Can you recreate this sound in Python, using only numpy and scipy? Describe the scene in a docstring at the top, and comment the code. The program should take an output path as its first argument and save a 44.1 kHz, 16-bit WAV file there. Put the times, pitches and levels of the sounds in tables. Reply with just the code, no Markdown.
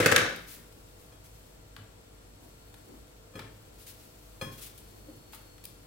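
"""Raw potato slices, arranged by hand in a glass baking dish on a kitchen table, close to a stereo pair.
Their wet faces slide, stick and snap; fingers squeeze the pile, thud it down and set the glass ringing.
At the start a plastic tub, just put down, rocks to rest on the table.
Behind it all an appliance hums faintly in the hard-walled room. The left microphone is a little brighter."""
import sys
import numpy as np
from scipy import signal
from scipy.fft import rfft, irfft
from scipy.io import wavfile

SR = 44100
rng = np.random.default_rng(int(sys.argv[2]) if len(sys.argv) > 2 else 0)


def master(y):
    """Save y as 16-bit WAV."""
    cut = np.clip(np.atleast_2d(y).T, -1, 1)
    pcm = np.round(cut * 32767)  # scale
    wavfile.write(sys.argv[1], SR, pcm.astype(np.int16))


N = 258734
TIME, BURST_TIME = np.arange(N) / SR, np.arange(SR // 3) / SR
HZ = np.maximum(np.arange(4097) * SR / 8192, 1)

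# diffuse sound at the microphones: (frequency [Hz], side minus mid [dB])
STEREO_WIDTH = [(60, -21.5), (120, -14.5), (250, -7.5), (500, -1.5), (1200, -1), (4000, 0), (15000, 0)]
# mismatch of the microphones: (frequency [Hz], left minus right [dB])
MIC_MISMATCH = [(100, 0), (500, 2.3), (2400, 1.6), (5000, 3), (12000, 3.5)]
# the kitchen's reverberation: (frequency [Hz], T60 [s])
ROOM_DECAY = [(100, 0.71), (500, 0.51), (1800, 0.54), (5000, 0.52), (8000, 0.4), (15000, 0.39)]
# room air and hiss: (frequency [Hz], relative density [dB])
AIR_SPECTRUM = [(25, -17.5), (40, -17.5), (52, 2), (70, -10), (104, -6), (140, -9), (300, -19), (520, -18),
                (800, -22.5), (2000, -30), (4000, -32), (6800, -35), (7700, -29), (9000, -36),
                (15500, -44.5)]
# appliance motor: (frequency [Hz], rms level [dB])
MOTOR_HUM = [(48.5, -61), (101, -64), (297, -71.5), (443, -72), (492, -71.5), (640, -76.5), (1378, -79.5),
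             (12945, -81)]
# its whine: (time [s], rms level [dB])
WHINE_LEVEL = [(0, -80), (1.8, -82), (2.7, -76), (3.1, -81.5), (4.3, -82), (4.9, -74.5), (5.5, -70),
               (5.87, -75)]

# tub rocking on the table: (time [s], level [dB], bass [dB], treble [dB], decay [s])
TUB_ROCKING = [(0.001, -25, 12, 0, 0.018), (0.025, -28.5, -2.5, -6.5, 0.099), (0.0595, -15, 4, 0, 0.0081),
               (0.115, -21.5, -6, 0, 0.011), (0.122, -15.5, 5.5, -5.5, 0.0053),
               (0.1615, -7.5, -12.5, -3, 0.0042)]
# its thin wall: (frequency [Hz], relative density [dB])
TUB_SPECTRUM = [(60, -23), (120, -3.5), (230, -8), (500, -2), (850, -10.5), (1150, -7.5), (1600, -1),
                (2400, -6.5), (2800, -10.5), (3200, -10.5), (4200, -13), (5000, -14), (8000, -16.5),
                (15500, -24.5)]
# the filled tub and the table top under it: (frequency [Hz], gain [dB], T60 [s])
TUB_RESONANCES = [(101.7, 2.5, 0.2), (135, -26.5, 0.17), (329.6, -5.5, 0.44), (437.6, 3.5, 0.29),
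                  (487, 9, 0.22), (508, 3, 0.47), (551, 2.5, 0.37), (662, -12.5, 0.34), (1287, -3.5, .3),
                  (1280, -7, 0.28), (1627, 4, 0.244), (1590, -13, 0.33), (1675, -9.5, 0.21),
                  (1675, -8.5, .4), (1758, -5, 0.35), (1937, -2, 0.43), (2120, -4, 0.22), (2340, -11, 0.26),
                  (2517, -2, 0.21)]

# hands pressing the pile: (time [s], level [dB], bass [dB], treble [dB], decay [s])
PRESSES = [(0.565, -59.5, 3, 16.5, 0.053), (1.778, -62, 11, -6, 0.047), (3.353, -45.5, -3, 10.5, 0.058),
           (4.419, -34, 2.5, 9.5, 0.0077), (4.465, -53, 9, 8, 0.045), (5.083, -40, -18, -17, 0.022),
           (5.635, -66.5, 16, -17, .02)]
# a press heard through dish and table: (frequency [Hz], relative density [dB])
THUD_SPECTRUM = [(50, -53), (100, 10), (160, 1), (300, 2.5), (520, -5), (800, -20.5), (1500, -18.5),
                 (5000, -38)]
# the table top: (frequency [Hz], gain [dB], T60 [s])
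TABLE_RESONANCES = [(102.3, 16.5, 0.31), (166.5, 3, .2), (186.5, 6, 0.18), (244, 0.5, 0.22),
                    (298, 12, 0.16)]
# fingers knocking the dish: (time [s], level [dB], bass [dB], treble [dB])
GLASS_KNOCKS = [(1.123, -66.5, 10, 9.5), (3.337, -48.5, -7, -22), (3.354, -45.5, 2, -3.5),
                (3.392, -63, -6, -18), (4.4125, -37.5, -2, 2.5), (4.418, -43, 7, -16),
                (5.085, -72.5, 35, -21)]
# the glass dish: (frequency [Hz], gain [dB], T60 [s])
GLASS_RESONANCES = [(526, 3, 0.075), (822, -13, 0.18), (1086, -10, 0.16), (1068, -6.5, 0.16),
                    (1244, -3.5, 0.08), (1714, -5.5, 0.24), (2390, -5, 0.09), (2476, -1.5, 0.064),
                    (3293, -4, 0.22), (4225, -2, 0.046), (5200, -11, 0.24), (6400, -12.5, 0.18),
                    (7460, -20, 0.14), (8940, -12.5, 0.2), (10640, -22, 0.11), (11800, -23, .14),
                    (13660, -19, 0.16)]

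# how busy the hands are between strokes: (time [s], relative level [dB])
HAND_ACTIVITY = [(0.45, 5.5), (1.3, -2), (2.05, -3.5), (2.9, 1.5), (3.25, -2.5), (4.2, 4), (4.9, 5),
                 (5.87, -1.5)]
# fingers leaning into the soft pile: (time [s], length [s], level [dB])
PILE_SQUEEZES = [(1.08, 0.07, -67), (2.40, 0.061, -60.5), (2.83, 0.12, -56), (4.76, 0.29, -64)]
# the pile giving way: (frequency [Hz], relative density [dB])
PILE_SPECTRUM = [(90, -11), (180, -2.5), (310, 4.5), (520, -8.5), (900, -12), (1500, -21.5), (4000, -40.5)]
# one slice pushed across another: (time [s], length [s], level [dB])
SLICE_SLIDES = [(0.462, 0.088, -49.5), (0.97, 0.08, -65.5), (1.236, 0.027, -57), (1.3, 0.2, -66),
                (2.41, 0.063, -66.5), (3.775, 0.055, -57), (3.86, 0.043, -49.5), (3.98, 0.098, -61),
                (4.41, 0.026, -51.5), (4.51, 0.03, -52.5), (4.572, 0.025, -54), (4.605, 0.056, -46.5),
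                (5.32, 0.019, -54)]
# starchy faces rubbing: (frequency [Hz], relative density [dB])
RUB_SPECTRUM = [(300, -29), (1200, -3.5), (2500, 1.5), (4500, 2), (7000, 0.5), (11000, 2.5), (15500, 3)]
# slices snapping loose or slapping down: (time [s], level [dB], bass [dB], treble [dB], decay [s])
SLICE_SNAPS = [(0.361, -42, -23, 5, .004), (0.724, -62, -12, 16, 0.0043), (1.764, -40.5, 3.5, -7.5, 0.0036),
               (2.741, -56.5, 11.5, 13, 0.0042), (3.392, -39, 2, -5, 0.007),
               (4.777, -53.5, -25, 15.5, 0.013), (5.332, -45, 5.5, -11, 0.0081),
               (5.345, -57, -1, 21.5, 0.012), (5.580, -53, -4, 2, .0042), (5.639, -50.5, -15, 14, 0.0075),
               (5.6525, -41, -31, 17, 0.0029)]
# wet potato flesh: (frequency [Hz], relative density [dB])
SLICE_SPECTRUM = [(100, -28), (500, -20), (850, 1.5), (1500, 2.5), (2500, 2), (4200, -1), (6500, -10.5),
                  (10000, -8.5), (15500, -10.5)]


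def amp(db):
    """Decibels to gain."""
    return 10 ** (np.asarray(db) / 20)


def at_hz(points, hz=HZ):
    """Read a table on a log-frequency axis."""
    freqs, values = np.transpose(points)
    return np.interp(np.log(hz), np.log(freqs), values)


def over_time(points):
    """Read a table at every moment of the scene."""
    return np.interp(TIME, *np.transpose(points))


def unit_gain(spectrum):
    """Gain per frequency that keeps the power of white noise."""
    gain = amp(at_hz(spectrum))
    return gain / np.sqrt(np.mean(gain ** 2))


def shelves(hz, bass_db, treble_db, bass_hz, treble_hz):
    """Gain of a contact that is heavier or harder than usual."""
    return amp(bass_db / (1 + (hz / bass_hz) ** 2) + treble_db / (1 + (treble_hz / hz) ** 2))


def convolve(x, response):
    """Causal convolution, cut to the length of x."""
    return signal.fftconvolve(np.atleast_2d(x), np.atleast_2d(response), axes=-1)[:, :x.shape[-1]]


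def colour(x, gain):
    """Minimum-phase filter: nothing sounds before its cause."""
    cepstrum = irfft(np.log(gain + 1e-9))
    cepstrum[1:len(gain) - 1] *= 2
    cepstrum[len(gain):] = 0
    return convolve(x, irfft(np.exp(rfft(cepstrum))))


def spread(pair, gain, width_db):
    """Two unrelated signals, as mid and side, reach the microphones alike in the bass."""
    side_gain = gain * amp(at_hz(STEREO_WIDTH) + width_db)
    return colour(pair[0], gain) + colour(pair[1], side_gain) * [[1], [-1]]


def pan(x, left_db):
    """Place a sound toward the left microphone."""
    return x * amp([[left_db / 2], [-left_db / 2]])


def drift(rate_hz):
    """A random wander of roughly unit size."""
    knots = rng.standard_normal(4096)
    return np.interp(TIME * rate_hz, np.arange(len(knots)), knots)


def add(track, start_s, sound):
    """Mix a sound into a track at a time."""
    start = max(round(start_s * SR), 0)
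    track[..., start:start + sound.shape[-1]] += sound[..., :N - start]


def grains(size, grain_db):
    """Two unrelated streams of tiny collisions of uneven strength; rms 1."""
    swarm = rng.standard_normal((2, size)) * amp(grain_db * rng.uniform(-1.23, 1, size))
    return swarm / swarm.std()


def envelope(t, attack_s, length_s, release_s):
    """Swell, hold until the length is over, then die away."""
    return np.clip(t / attack_s, 0, 1) * np.exp(-np.maximum(t - length_s, 0) / release_s)


def strokes(rows, idle_db, attack_share, release_s):
    """Friction level: strokes add power to a faint idle level; a longer stroke starts more gently."""
    power = sum((amp(db) * envelope(TIME - start_s, attack_share * length_s, length_s, release_s)) ** 2
                for start_s, length_s, db in rows)
    return np.sqrt(power + amp(idle_db) ** 2)


def contacts(events, spectrum, rise_s, bass_hz, treble_hz, grain_db, width_db):
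    """Each contact is a swarm of tiny collisions that swells and dies, with its own bass and treble."""
    out = np.zeros((2, N))
    for start_s, db, bass_db, treble_db, decay_s in events:
        gain = unit_gain(spectrum) * shelves(HZ, bass_db, treble_db, bass_hz, treble_hz)
        swarm = grains(len(BURST_TIME), grain_db) * envelope(BURST_TIME, rise_s, rise_s, decay_s)
        add(out, start_s, amp(db) * spread(swarm, gain, width_db))
    return out


def pushes(events):
    """A longer contact hands more energy to the body."""
    return [(start_s, db + 10 * np.log10(decay_s), bass_db, treble_db)
            for start_s, db, bass_db, treble_db, decay_s in events]


def ring(knocks, modes, swell_s, bass_hz, treble_hz):
    """Each knock feeds energy to every mode; it spreads through the body, then dies away."""
    out = np.zeros((2, N))
    swell_pole = np.exp(-1 / (swell_s * SR))
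    for hz, mode_db, t60 in modes:
        fed = np.full(N, 1e-24)
        for start_s, db, bass_db, treble_db in knocks:
            strength = amp([db + mode_db]) * shelves(hz, bass_db, treble_db, bass_hz, treble_hz)
            add(fed, start_s, strength ** 2)
        decay_pole = amp(-60 / (t60 * SR)) ** 2
        energy = signal.lfilter([1 - swell_pole], np.poly([swell_pole, decay_pole]), fed)
        phase = 2 * np.pi * rng.random()
        # short waves reach the two microphones out of step
        skew = min(hz / 1800, .6) * rng.choice([-1, 1]) * np.array([[1], [-1]])
        out += np.sqrt(energy) * np.sin(2 * np.pi * hz * TIME + phase + skew)
    return out


def kitchen(x, wet_db, damping_hz, build_s=0.0069):
    """The hard walls add a diffuse tail that builds up quickly and dies sooner in the treble."""
    t = np.arange(SR) / SR
    white = rng.standard_normal((2, 2, SR))
    tail = np.zeros((2, SR))
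    edges_hz = np.geomspace(50, 17000, 13)
    for k, (low, high) in enumerate(zip(edges_hz, edges_hz[1:])):
        band = signal.sosfilt(signal.butter(2, [low, high], "band", fs=SR, output="sos"), white[k % 2])
        tail += band * amp(-60 * t / at_hz(ROOM_DECAY, np.sqrt(low * high)))
    tail *= 1 - np.exp(-t / build_s)
    tail /= np.sqrt(np.sum(tail ** 2) / 2)
    damping = 1 / np.hypot(1, HZ / damping_hz)
    return x + amp(wet_db) * convolve(x, spread(tail, damping, width_db=-5.5))


def room_air():
    """Room tone: a low, steady rush with faint hiss, wide across the microphones."""
    return amp(-57.5) * spread(rng.standard_normal((2, N)), unit_gain(AIR_SPECTRUM), width_db=3)


def appliance(whine_hz=4340, waver_db=2):
    """A motor in the background hums and whines thinly, each tone wavering in level and phase."""
    hum = np.zeros(N)
    for hz, db in MOTOR_HUM + [(whine_hz, over_time(WHINE_LEVEL))]:
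        peak = np.sqrt(2) * amp(db + waver_db * drift(rate_hz=8))
        hum += peak * np.sin(2 * np.pi * hz * TIME + drift(rate_hz=7))
    return hum


def settling(start_s=0.178, gap_s=0.036, decay_s=0.019, loss_db=3, dulling_db=20):
    """The tub's last three bounces come evenly, each weaker and duller than the one before."""
    return [(start_s + k * gap_s, -23.5 - k * loss_db, 0, -4.5 - k * dulling_db, decay_s)
            for k in range(3)]


def tub():
    """In the centre, the tub's rim clatters on the table and sets the filled body ringing."""
    knocks = TUB_ROCKING + settling()
    clatter = contacts(knocks, TUB_SPECTRUM, rise_s=0.00077, bass_hz=701, treble_hz=4500,
                       grain_db=1.5, width_db=-2.5)
    body = amp(-0.5) * ring(pushes(knocks), TUB_RESONANCES, swell_s=0.00075, bass_hz=700, treble_hz=4500)
    return (kitchen(clatter, wet_db=-4.5, damping_hz=6050, build_s=0.012)
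            + kitchen(body, wet_db=-21, damping_hz=5000))


def table_thuds():
    """Pressing the pile pushes the dish against the table top, which rings low."""
    thud = contacts(PRESSES, THUD_SPECTRUM, rise_s=0.0033, bass_hz=202, treble_hz=710,
                    grain_db=5.5, width_db=-5.5)
    table = ring(pushes(PRESSES), TABLE_RESONANCES, swell_s=0.0017, bass_hz=220, treble_hz=700)
    return kitchen(thud, wet_db=-3, damping_hz=3000) + table


def glass_dish():
    """Just left of centre, a nail rings all modes of the glass, a soft fingertip only the low ones."""
    glass = ring(GLASS_KNOCKS, GLASS_RESONANCES, swell_s=0.001, bass_hz=800, treble_hz=2500)
    return pan(kitchen(glass, wet_db=-8, damping_hz=6960), left_db=2)


def pile_rustle():
    """The pile gives way under the fingers with a dull rustle, close and dry."""
    idle_db = -67 + 0.62 * over_time(HAND_ACTIVITY)
    level = strokes(PILE_SQUEEZES, idle_db, attack_share=0.61, release_s=0.063)
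    return spread(grains(N, grain_db=4) * level, unit_gain(PILE_SPECTRUM), width_db=2.5)


def sliding_slices(flutter_db=1.5):
    """Near the microphones, starchy faces stick and slip in a fine, uneven hiss."""
    idle_db = -67 + over_time(HAND_ACTIVITY)
    level = strokes(SLICE_SLIDES, idle_db, attack_share=0.25, release_s=0.032)
    level *= amp(flutter_db * drift(rate_hz=70))
    rub = spread(grains(N, grain_db=7) * level, unit_gain(RUB_SPECTRUM), width_db=-1.5)
    return pan(kitchen(rub, wet_db=-10, damping_hz=9030), left_db=0.4)


def snapping_slices():
    """In the dish, just left of centre, wet faces part or meet with a short smack."""
    smack = contacts(SLICE_SNAPS, SLICE_SPECTRUM, rise_s=0.00073, bass_hz=1780, treble_hz=5670,
                     grain_db=8.5, width_db=-2.5)
    return pan(kitchen(smack, wet_db=-4, damping_hz=9000), left_db=1.5)


def scene():
    """The kitchen as heard from the table, from the room tone in to the slices."""
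    background = room_air() + appliance()
    tabletop = tub() + table_thuds() + glass_dish()
    return background + tabletop + pile_rustle() + sliding_slices() + snapping_slices()


def record(dry, ceiling=0.7, cutoff_hz=15900):
    """The two microphones differ a little in colour; peaks are rounded and the top is cut steeply."""
    lean = amp(at_hz(MIC_MISMATCH) / 2)
    heard = np.vstack([colour(dry[0], lean), colour(dry[1], 1 / lean)])
    rounded = heard / (1 + (heard / ceiling) ** 4) ** .25
    return signal.sosfilt(signal.ellip(12, .1, 80, cutoff_hz, fs=SR, output="sos"), rounded)


dry = scene()
out = record(dry)
master(out)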